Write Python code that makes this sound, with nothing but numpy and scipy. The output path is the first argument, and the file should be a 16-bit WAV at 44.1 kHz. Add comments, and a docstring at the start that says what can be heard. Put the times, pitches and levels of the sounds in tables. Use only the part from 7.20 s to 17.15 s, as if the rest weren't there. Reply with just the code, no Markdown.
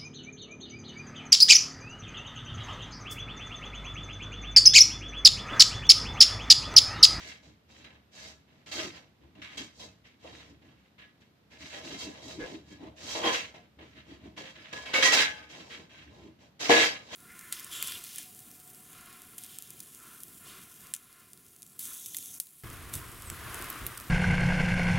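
"""Cheese is grated by hand in a hard-walled kitchen; thin metal pans and moulds scrape, rattle and knock.
Faint strokes open it, louder ones come near 1.5 s; the table thumps throughout, crowding from 4.4 s, and a
short squawk comes at 5.2 s. Hard strokes follow near 6 s, ringing ones at 7.7-8 s, a strong knock at 9.5 s.
Metal, pans and table are noise contacts shaped by spectra, with ringing modes or a low note; a rumble swells
with the handling. The sound comes mostly off the walls, so the two microphone ports agree only in the bass."""
import sys
import numpy as np
from scipy import signal
from scipy.fft import rfft, irfft
from scipy.io import wavfile

SR = 44100
rng = np.random.default_rng(int(sys.argv[2]) if len(sys.argv) > 2 else 0)


def master(y):
    """Save y as 16-bit WAV."""
    cut = np.clip(np.atleast_2d(y).T, -1, 1)
    pcm = np.round(cut * 32767)  # scale
    wavfile.write(sys.argv[1], SR, pcm.astype(np.int16))


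N = 438794
STEP = 40         # samples between values of a slow control
LEAD_S = 0.0058   # bursts start this long before their listed time


def amp(db):
    """Decibels to gain."""
    return 10 ** (np.asarray(db) / 20)


def rms_one(x):
    """Scale to rms 1."""
    return x / np.sqrt(np.mean(x ** 2) + 1e-20)


def at_hz(points):
    """A table read at every bin of the spectrum, on a log-frequency axis."""
    hz, value = np.transpose(points)
    bins_hz = np.arange(N // 2 + 1) * SR / N
    return np.interp(np.log(bins_hz + 1), np.log(hz), value)


def coloured(x, spectrum):
    """Shape white sound to a spectrum; rms 1."""
    return rms_one(irfft(rfft(x) * amp(at_hz(spectrum)), N))


def drift(rate_hz):
    """Slow chance of spread 1 at every control step: noise through a double one-pole low-pass."""
    r = np.exp(-2 * np.pi * STEP * rate_hz / SR)
    noise = rng.standard_normal(N // STEP + 2001)
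    return rms_one(signal.lfilter([1], [1, -2 * r, r * r], noise)[2000:])


def held(slow):
    """Hold each control step's value for every sample."""
    return np.repeat(slow, STEP)[:N]


def contacts(per_s, spread_db):
    """Random tiny contacts of uneven size, as two unrelated sets of reflections; rms 1."""
    sizes = amp(spread_db * np.minimum(rng.exponential(1, (2, N)), 4))
    sizes = sizes * rng.choice([-1, 1], (2, N))
    return rms_one(sizes * (rng.random((2, N)) < per_s / SR) + 1e-9)


def bursts(starts, levels_db, rise, hold, fall):
    """Each burst rises, holds and dies with the room (by 60 dB in fall seconds); their powers add."""
    power, t = np.full(N, 1e-12), np.arange(SR) / SR
    for s, level_db, up, stay in np.broadcast(starts, levels_db, np.maximum(rise, 0.002), hold):
        at = max(round((s - LEAD_S) * SR), 0)
        dying_s = np.maximum(t - up - stay, 0)
        shape = np.minimum(t / up, 1) * amp(level_db - 60 * dying_s / fall)
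        power[at:at + SR] += shape[:N - at] ** 2
    return np.sqrt(power)


# a tone is favoured not at all by a faint stroke, fully by a firm one; the favour fades after the stroke
FAVOUR_S, FAINT_DB, FIRM_DB = 0.082, -81, -49.5
FIRM_RING_DB = 5.5   # a firm stroke rings this much more than a faint one


def ringing(force, modes, tone_hz, cycles, uneven_db, favour_db, tilt_db):
    """Force drives modes that die by 60 dB in so many cycles; grip and each stroke's favoured tone vary."""
    s, db, _, _, rise, hold = np.transpose(STROKES)[:6]
    t = np.arange(N // STEP + 1) * STEP / SR
    last = np.maximum(np.searchsorted(s - LEAD_S, t) - 1, 0)   # the latest stroke at each moment
    firm = np.clip((db - FAINT_DB) / (FIRM_DB - FAINT_DB), 0, 1)
    since_end_s = np.maximum(t - (s + rise + hold)[last], 0)
    fading = firm[last] * np.exp(-since_end_s / FAVOUR_S)
    tilt = np.interp(t, np.arange(N) / SR, tilt_db)
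    out = 0
    for hz, level_db in modes:
        r = amp(-60 * hz / (cycles * SR))
        favoured = np.exp(-(np.log(hz / tone_hz) / 0.074) ** 2)[last] * fading
        high = np.clip(np.log2(hz / 1680.0), 0, 1.3)   # a brighter stroke lifts the upper modes
        grip_db = level_db + uneven_db * drift(8.3) + favour_db * favoured
        grip_db = grip_db + FIRM_RING_DB * firm[last] + high * tilt
        push = force * held(amp(grip_db) * np.sqrt(1 - r))
        out = out + signal.lfilter([1, 0, -1], [1, -2 * r * np.cos(2 * np.pi * hz / SR), r * r], push)
    return out / np.sqrt(np.sum(amp(np.array(modes)[:, 1]) ** 2))


# spectrum of the room air: (frequency [Hz], relative level [dB per Hz])
AIR_SPECTRUM = [(45, -43.5), (120, -7.5), (273, -3.5), (1130, -12), (3890, -17.5), (9140, -33),
                (14400, -27), (15500, -51)]
AIR_DB = -70.5


def room_air():
    """The air of the kitchen: steady shaped noise, unrelated in the two sound fields."""
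    return coloured(rng.standard_normal((2, N)), AIR_SPECTRUM) * amp(AIR_DB)


# spectrum of the low rumble: (frequency [Hz], relative level [dB per Hz])
RUMBLE_SPECTRUM = [(15, -63), (25, -30.5), (40, -38.5), (53, -22), (64, -6.5), (71, 3.5), (82, -2.5),
                   (216, -3.5), (340, -10.5), (570, -120)]
TABLE_REST_DB = -92.5   # floor of the table's drive, so the rumble never stops


def low_rumble(top):
    """Low shaped noise that swells with the table's drive, but less steeply."""
    swell = np.hypot(top, amp(TABLE_REST_DB)) ** 0.28
    return coloured(rng.standard_normal((2, N)), RUMBLE_SPECTRUM) * amp(-44.0) * swell


# hollow thumps on the table: (time [s], relative level [dB])
TABLE_THUMPS = [(0, -64), (0.231, -62.5), (0.592, -60.5), (1.019, -64.5), (1.535, -43.5), (1.611, -44),
                (1.997, -63), (2.14, -54.5), (2.356, -48), (2.601, -62), (3.07, -55.5), (3.271, -58.5),
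                (3.426, -62.5), (4.386, -54.5), (4.612, -47), (4.682, -43.5), (4.821, -40), (5.013, -48.5),
                (5.14, -40.5), (5.285, -42), (5.474, -50.5), (5.587, -44), (5.812, -49.5), (5.932, -48),
                (6.011, -41.0), (6.574, -53), (6.721, -56.5), (6.868, -49.5), (7.011, -48.5),
                (7.151, -52.5), (7.33, -62), (8.352, -54), (8.538, -54.5), (8.758, -64), (8.84, -57),
                (8.945, -57), (9.006, -48.5), (9.485, -32.5)]
THUMP_RISE_S, THUMP_FALL_S, TABLE_FOLLOWS_PANS_DB = 0.067, 0.24, -9


def table_drive(pans):
    """The thumps, and a share of what shakes the pans, drive the table top."""
    thumps = bursts(*np.transpose(TABLE_THUMPS), THUMP_RISE_S, 0, THUMP_FALL_S)
    return np.hypot(thumps, amp(TABLE_FOLLOWS_PANS_DB) * pans)


# spectrum of the hollow table top: (frequency [Hz], relative level [dB per Hz])
HOLLOW_SPECTRUM = [(50, -67), (120, -19), (200, -10.5), (237, -5.5), (318, 0.5), (351, -7), (420, -6.5),
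                   (550, -53.5), (920, -120)]


def table(level):
    """The table top answers the hands with lumpy hollow thumps around one round, wavering note."""
    note_hz = 310.0 * (1 + 0.08 * drift(8.0))
    note = np.sqrt(2) * np.sin(2 * np.pi * np.cumsum(held(note_hz)) / SR)
    lumps = coloured(contacts(per_s=400, spread_db=2.5), HOLLOW_SPECTRUM)
    # the note is weaker in the second sound field
    return (amp(-2.5) * lumps + amp(-4.0) * note * [[1], [0.3]]) * level


# spectrum of the pans' thud: (frequency [Hz], relative level [dB per Hz])
PAN_SPECTRUM = [(80, -64), (250, -31), (420, 0), (1010, -4.5), (1560, -32.5), (2640, -120)]
# ringing modes of the pans: (frequency [Hz], relative level [dB])
PAN_MODES = [(474, -52.5), (528, -55.5), (587, -54), (635, -49.5), (706, -53), (790, -55.5), (872, -55.5),
             (980, -58), (1028, -53.5)]


def pans_and_moulds(level):
    """Sparser soft contacts through the pans: a thud and the ring of their modes."""
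    force = contacts(per_s=1500, spread_db=1.5)
    thud = coloured(force, PAN_SPECTRUM) * level * held(amp(0.48 * drift(8.3)))
    ring = ringing(force * level, PAN_MODES, np.array(STROKES)[:, 3], cycles=120.0,
                   uneven_db=2.0, favour_db=9.5, tilt_db=np.zeros(N))
    return amp(-7) * thud + amp(-14.5) * ring


SQUAWK_S, SQUAWK_LASTS_S, SQUAWK_SLIPS_PER_S = 5.196, 0.068, 170
# resonances of the squawk: (frequency [Hz], level [dB], time to die by 60 dB [s])
SQUAWK_RESONANCES = [(500, -38, 0.033), (1660, -39, 0.032), (2070, -44.5, 0.027)]


def squawk():
    """A short stick-slip: uneven slips, strongest midway, into three resonances."""
    count = round(SQUAWK_LASTS_S * SQUAWK_SLIPS_PER_S)
    way = (np.arange(count) + rng.uniform(0, 0.597, (2, count))) / count   # 0 to 1 through the squawk
    slips, out = np.full((2, SR // 4), 1e-18), np.zeros((2, N))
    slip_at = (way * SQUAWK_LASTS_S * SR).astype(int)
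    slips[np.arange(2)[:, None], slip_at] = np.sin(np.pi * (0.1 + 0.8 * way))
    at = round(SQUAWK_S * SR)
    for hz, level_db, t60 in SQUAWK_RESONANCES:
        r, w = amp(-60 / (t60 * SR)), 2 * np.pi * hz / SR
        gain = amp(level_db) * np.sin(w)
        out[:, at:at + SR // 4] += signal.lfilter([0, gain], [1, -2 * r * np.cos(w), r * r], slips)
    return out


# single clear tones that ring out of a stroke:
# (time [s], frequency [Hz], level before the beat [dB], hold [s], time to die by 60 dB [s])
CLEAR_TONES = [(2.153, 2760, -58, 0.002, 0.04), (2.591, 3951, -57, 0.07, 0.16),
               (7.745, 2217, -26.5, 0.02, 0.33), (7.748, 525.7, -37, 0.021, 0.63),
               (7.832, 1931, -24, 0.06, 0.18), (8.028, 1566, -42, 0.03, 0.54),
               (8.08, 849, -52.5, 0.036, 0.65), (9.495, 701, -20.5, 0.027, 0.03),
               (9.507, 1693, -26, 0.081, 0.36)]


def clear_tones():
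    """Each tone swells fast, holds with a slow beat and dies; its phase differs between the two sound fields."""
    out, t = np.zeros((2, N + SR)), np.arange(SR // 2) / SR
    turns = 2 * np.pi * rng.random((len(CLEAR_TONES), 3))
    for (s, hz, level_db, hold, t60), turn in zip(CLEAR_TONES, turns):
        beat_db = 3.4 * np.sin(2 * np.pi * 35.0 * t + turn[2])
        dying_db = 60 * np.maximum(t - hold, 0) / t60
        shape = np.minimum(t / 0.0036, 1) * amp(level_db - dying_db + beat_db)
        at = round(s * SR)
        out[:, at:at + len(t)] += shape * np.sin(2 * np.pi * hz * t + turn[:2, None])
    return out[:, :N]


# spectrum of the broad rasp: (frequency [Hz], relative level [dB per Hz])
RASP_SPECTRUM = [(150, -80), (590, -68.5), (1000, -10.5), (1340, -12.5), (1510, -8.5), (1820, -4.5),
                 (2500, -5.5), (2760, -3.5), (4000, -12.5), (5200, -36), (8800, -120)]
# spectrum of the rasp's treble: (frequency [Hz], relative level [dB per Hz])
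TREBLE_SPECTRUM = [(500, -72.5), (2350, -31), (4000, -5.5), (5080, -6.5), (7010, -5.5), (10400, -28),
                   (15500, -26.5)]
# ringing modes of the metal sheet: (frequency [Hz], relative level [dB])
SHEET_MODES = [(1244, -46.5), (1340, -46), (1523, -55.5), (1561, -46), (1685, -39.5), (1933, -44),
               (1986, -54), (2105, -40), (2234, -41.5), (2293, -47), (2379, -54.5), (2616, -48),
               (2686, -43), (2810, -52), (3214, -37), (3311, -48), (3779, -39), (3951, -40), (4452, -43),
               (4549, -41), (4980, -40), (5120, -46), (5593, -41), (6035, -42.5)]


def metal(level, treble_db):
    """Dense scraping contacts: a broad rasp, its treble, and the ring of the sheet."""
    force = contacts(per_s=4000, spread_db=1.5)
    bite = held(amp(2.83 * drift(45) - 5.0))   # the teeth bite unevenly
    rasp = coloured(force, RASP_SPECTRUM) * bite
    edge = coloured(force, TREBLE_SPECTRUM) * held(amp(1.2 * drift(30) - 4.5)) * amp(treble_db)
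    ring = ringing(force * level, SHEET_MODES, np.array(STROKES)[:, 2], cycles=320.0,
                   uneven_db=3.5, favour_db=9.5, tilt_db=0.59 * (treble_db + 1))
    return (rasp + edge) * level + amp(-12.0) * ring


# scraping strokes: (time [s], metal level [dB], metal tone that rings most [Hz], pan tone that rings most [Hz],
#                    rise [s], hold [s], treble relative to the metal [dB], pans relative to the metal [dB])
# metal and pan levels drive their layers; a rise is at least 2 ms
STROKES = [(0, -52, 2090, 635, 0.0015, 0.12, -3.5, -9), (0.23, -63, 3951, 635, 0.008, 0.051, -2.5, -1.5),
           (0.486, -62, 3951, 635, 0.02, 0.11, -3, -2.5), (0.622, -60, 3951, 872, 0.013, 0.12, -18, -4),
           (0.918, -53, 1750, 635, 0.074, 0.1, 1, -6.5), (1.258, -68, 4549, 455, 0.06, 0.096, -11, -2.5),
           (1.464, -53.5, 3214, 587, 0.0097, 0.036, -2.5, -4.5),
           (1.517, -42, 4160, 640, 0.0096, 0.079, -0.5, -9),
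           (1.568, -43.5, 1244, 635, 0.04, 0.051, -3, -11.5),
           (1.721, -53, 4660, 635, 0.046, 0.0073, -5.5, -3),
           (2.005, -69.5, 3750, 580, 0.036, 0.012, -15, 4),
           (2.155, -62.5, 3930, 635, 0.004, 0.088, -14, -1.5),
           (2.222, -45.5, 2200, 706, 0.0032, 0.037, -14, -25),
           (2.292, -52, 2105, 790, 0.041, 0.031, -10, -7.5),
           (2.376, -41.5, 3180, 630, 0.0069, 0.0084, -0.5, -9),
           (2.536, -65, 4470, 587, 0.071, 0.034, 8, 2.5), (2.599, -53.5, 3951, 706, 0.0036, 0.039, 0.5, -1),
           (2.843, -58.5, 2120, 790, 0.017, 0.02, -11, -12),
           (2.994, -55.5, 4070, 470, 0.076, 0.15, -7, -5.5),
           (3.216, -61.5, 1523, 1028, 0.018, 0.073, -8, -3),
           (3.421, -65.5, 3270, 470, 0.0059, 0.1, -12.5, -1), (3.54, -71, 4549, 587, 0.037, 0.1, -13, -21),
           (3.784, -53.5, 3970, 575, 0.0095, 0.043, -21, -13),
           (4.008, -65, 4452, 573.5, 0.0077, 0.012, -9, -8),
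           (4.305, -57, 1685, 1060, 0.029, 0.022, -7.5, -3.5),
           (4.386, -51, 4120, 635, 0.029, 0.11, -4, -11.5),
           (4.519, -48, 1760, 635, 0.026, 0.052, -4.5, -2.5),
           (4.631, -48, 4000, 583, 0.03, 0.093, -3.5, -4), (4.769, -48, 3214, 980, 0.047, 0.02, 6.5, -5),
           (4.847, -56, 1685, 630, 0.0098, 0.14, -4.5, 1), (4.992, -56, 3311, 625, 0.062, 0.013, 4, 1),
           (5.08, -53, 4000, 635, 0.007, 0.042, 4, 2), (5.187, -51.5, 1690, 500, 0.028, 0.062, -4, 2.5),
           (5.262, -57, 3070, 474, 0.005, 0.089, -1.5, 3),
           (5.448, -56.5, 3340, 474, 0.076, 0.0048, -2.5, -3.5),
           (5.578, -59, 3930, 635, 0.064, 0.037, -13.5, 8), (5.76, -48, 1244, 593, 0.14, 0.045, 2.5, -2),
           (5.873, -42, 3060, 990, 0.052, 0.057, 1, -18), (5.951, -44.5, 3500, 940, 0.0067, 0.11, -9, 6),
           (6.031, -32.5, 3070, 1040, 0.033, 0.043, -8.5, -3),
           (6.113, -33.5, 2800, 1030, 0.034, 0.023, -3.5, -15),
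           (6.345, -54, 2616, 710, 0.0024, 0.021, -12, 0.5),
           (6.591, -54, 3670, 960, 0.005, 0.043, -26, -1.5),
           (6.614, -63.5, 2810, 980, 0.006, 0.115, -10, -11),
           (6.748, -52.5, 4000, 635, 0.03, 0.021, -19, -15),
           (6.847, -58, 3270, 640, 0.058, 0.041, -9, -3.5), (6.998, -61, 3311, 635, 0.068, 0.017, -11, 2.5),
           (7.167, -52, 3140, 528, 0.011, 0.13, -7.5, -14),
           (7.35, -53.5, 2290, 635, 0.015, 0.22, -13.5, -11),
           (7.532, -50, 1685, 1020, 0.0044, 0.1, -4, -4.5),
           (7.653, -42, 2616, 1000, 0.016, 0.039, -12.5, -7.5),
           (7.738, -26.5, 1540, 525, 0.0087, 0.048, -9, -8),
           (7.823, -21, 1940, 1040, 0.014, 0.046, -6, -13),
           (7.923, -21.5, 2850, 790, 0.0073, 0.026, -4, -11),
           (7.956, -24.5, 4040, 872, 0.05, 0.02, -9, -12), (8.085, -52, 1570, 872, 0.011, 0.14, -16, -7),
           (8.29, -53, 3300, 666, 0.027, 0.1, -4, -2.5), (8.416, -64.5, 2686, 587, 0.028, 0.17, 2, 7),
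           (8.5, -44.5, 3350, 474, 0.024, 0.02, -11, -26),
           (8.69, -55.5, 2616, 1028, 0.032, 0.12, -12.5, -8.5),
           (8.886, -63.5, 3180, 470, 0.041, 0.14, -6.5, 4.5), (9.187, -62.5, 1630, 710, 0.05, 0, -4.5, 3),
           (9.398, -38, 5320, 703, 0.023, 0.13, -1.5, -5.0),
           (9.494, -24.5, 2046, 474, 0.015, 0.14, -6, -9.5), (9.764, -56.5, 3860, 528, 0.27, 0.29, 2, 6),
           (9.904, -41.5, 3214, 1020, 0.051, 0.033, -3.5, -4.5)]
# sharp knocks, some alone and some on top of a stroke: (time [s], metal level [dB], pans level [dB])
KNOCKS = [(0.074, -48.5, -65), (0.646, -49, -75), (3.047, -89, -46.5), (6.046, -55, -28),
          (7.179, -44.5, -44.5), (7.531, -42, -45.5), (8.18, -53, -89), (1.585, -70, -46.5),
          (9.5, -39, -18)]
METAL_FALL_S, TREBLE_FALL_S, PANS_FALL_S = 0.33, 0.3, 0.33             # strokes, to die by 60 dB
KNOCK_RISE_S, SHEET_KNOCK_FALL_S, PANS_KNOCK_FALL_S = 0.004, 0.25, 0.43


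def handling():
    """Hand strokes and knocks as the drive of the sheet, its brightness in dB and the drive of the pans."""
    s, metal_db, _, _, rise, hold, treble_db, pans_db = np.transpose(STROKES)
    knocked, knock_db, knock_pans_db = np.transpose(KNOCKS)
    scraped = bursts(s, metal_db, rise, hold, METAL_FALL_S)
    treble = bursts(s, metal_db + treble_db, rise, hold, TREBLE_FALL_S)
    brightness_db = 20 * np.log10(treble / scraped)
    sheet = np.hypot(scraped, bursts(knocked, knock_db, KNOCK_RISE_S, 0, SHEET_KNOCK_FALL_S))
    pans = np.hypot(bursts(s, metal_db + pans_db, rise, hold, PANS_FALL_S),
                    bursts(knocked, knock_pans_db, KNOCK_RISE_S, 0, PANS_KNOCK_FALL_S))
    return sheet, brightness_db, pans


# how alike the two microphone ports are: (frequency [Hz], left-right likeness [-1 to 1])
PORT_LIKENESS = [(60, 0.96), (150, 0.92), (380, 0.73), (950, -0.081), (2380, 0.055), (15000, -0.26)]
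# balance of the ports: (frequency [Hz], left minus right [dB])
PORT_LEAN = [(60, 0), (950, 0), (3770, -2.0), (15000, -1)]


def ports(pair):
    """Two unrelated sound fields become left and right, alike in the bass only."""
    alike = np.clip(at_hz(PORT_LIKENESS), -0.99, 0.99)
    mid, side = rfft(pair) * np.sqrt([1 + alike, 1 - alike])
    lean = amp(at_hz(PORT_LEAN) / 2)
    return irfft(np.array([(mid + side) * lean, (mid - side) / lean]), N)


def scene():
    """Strokes, knocks and thumps drive metal, pans and table over rumble and room air."""
    sheet, brightness_db, pans = handling()
    top = table_drive(pans)
    background = room_air() + low_rumble(top)
    handled = table(amp(-2.0) * top) + pans_and_moulds(pans) + metal(sheet, brightness_db)
    return ports(background + handled + squawk() + clear_tones())


CUTOFF_HZ = 15550


def record(dry):
    """A steep elliptic low-pass cuts the top."""
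    return signal.sosfilt(signal.ellip(10, 0.5, 70, CUTOFF_HZ, fs=SR, output="sos"), dry)


dry = scene()
out = record(dry)
master(out)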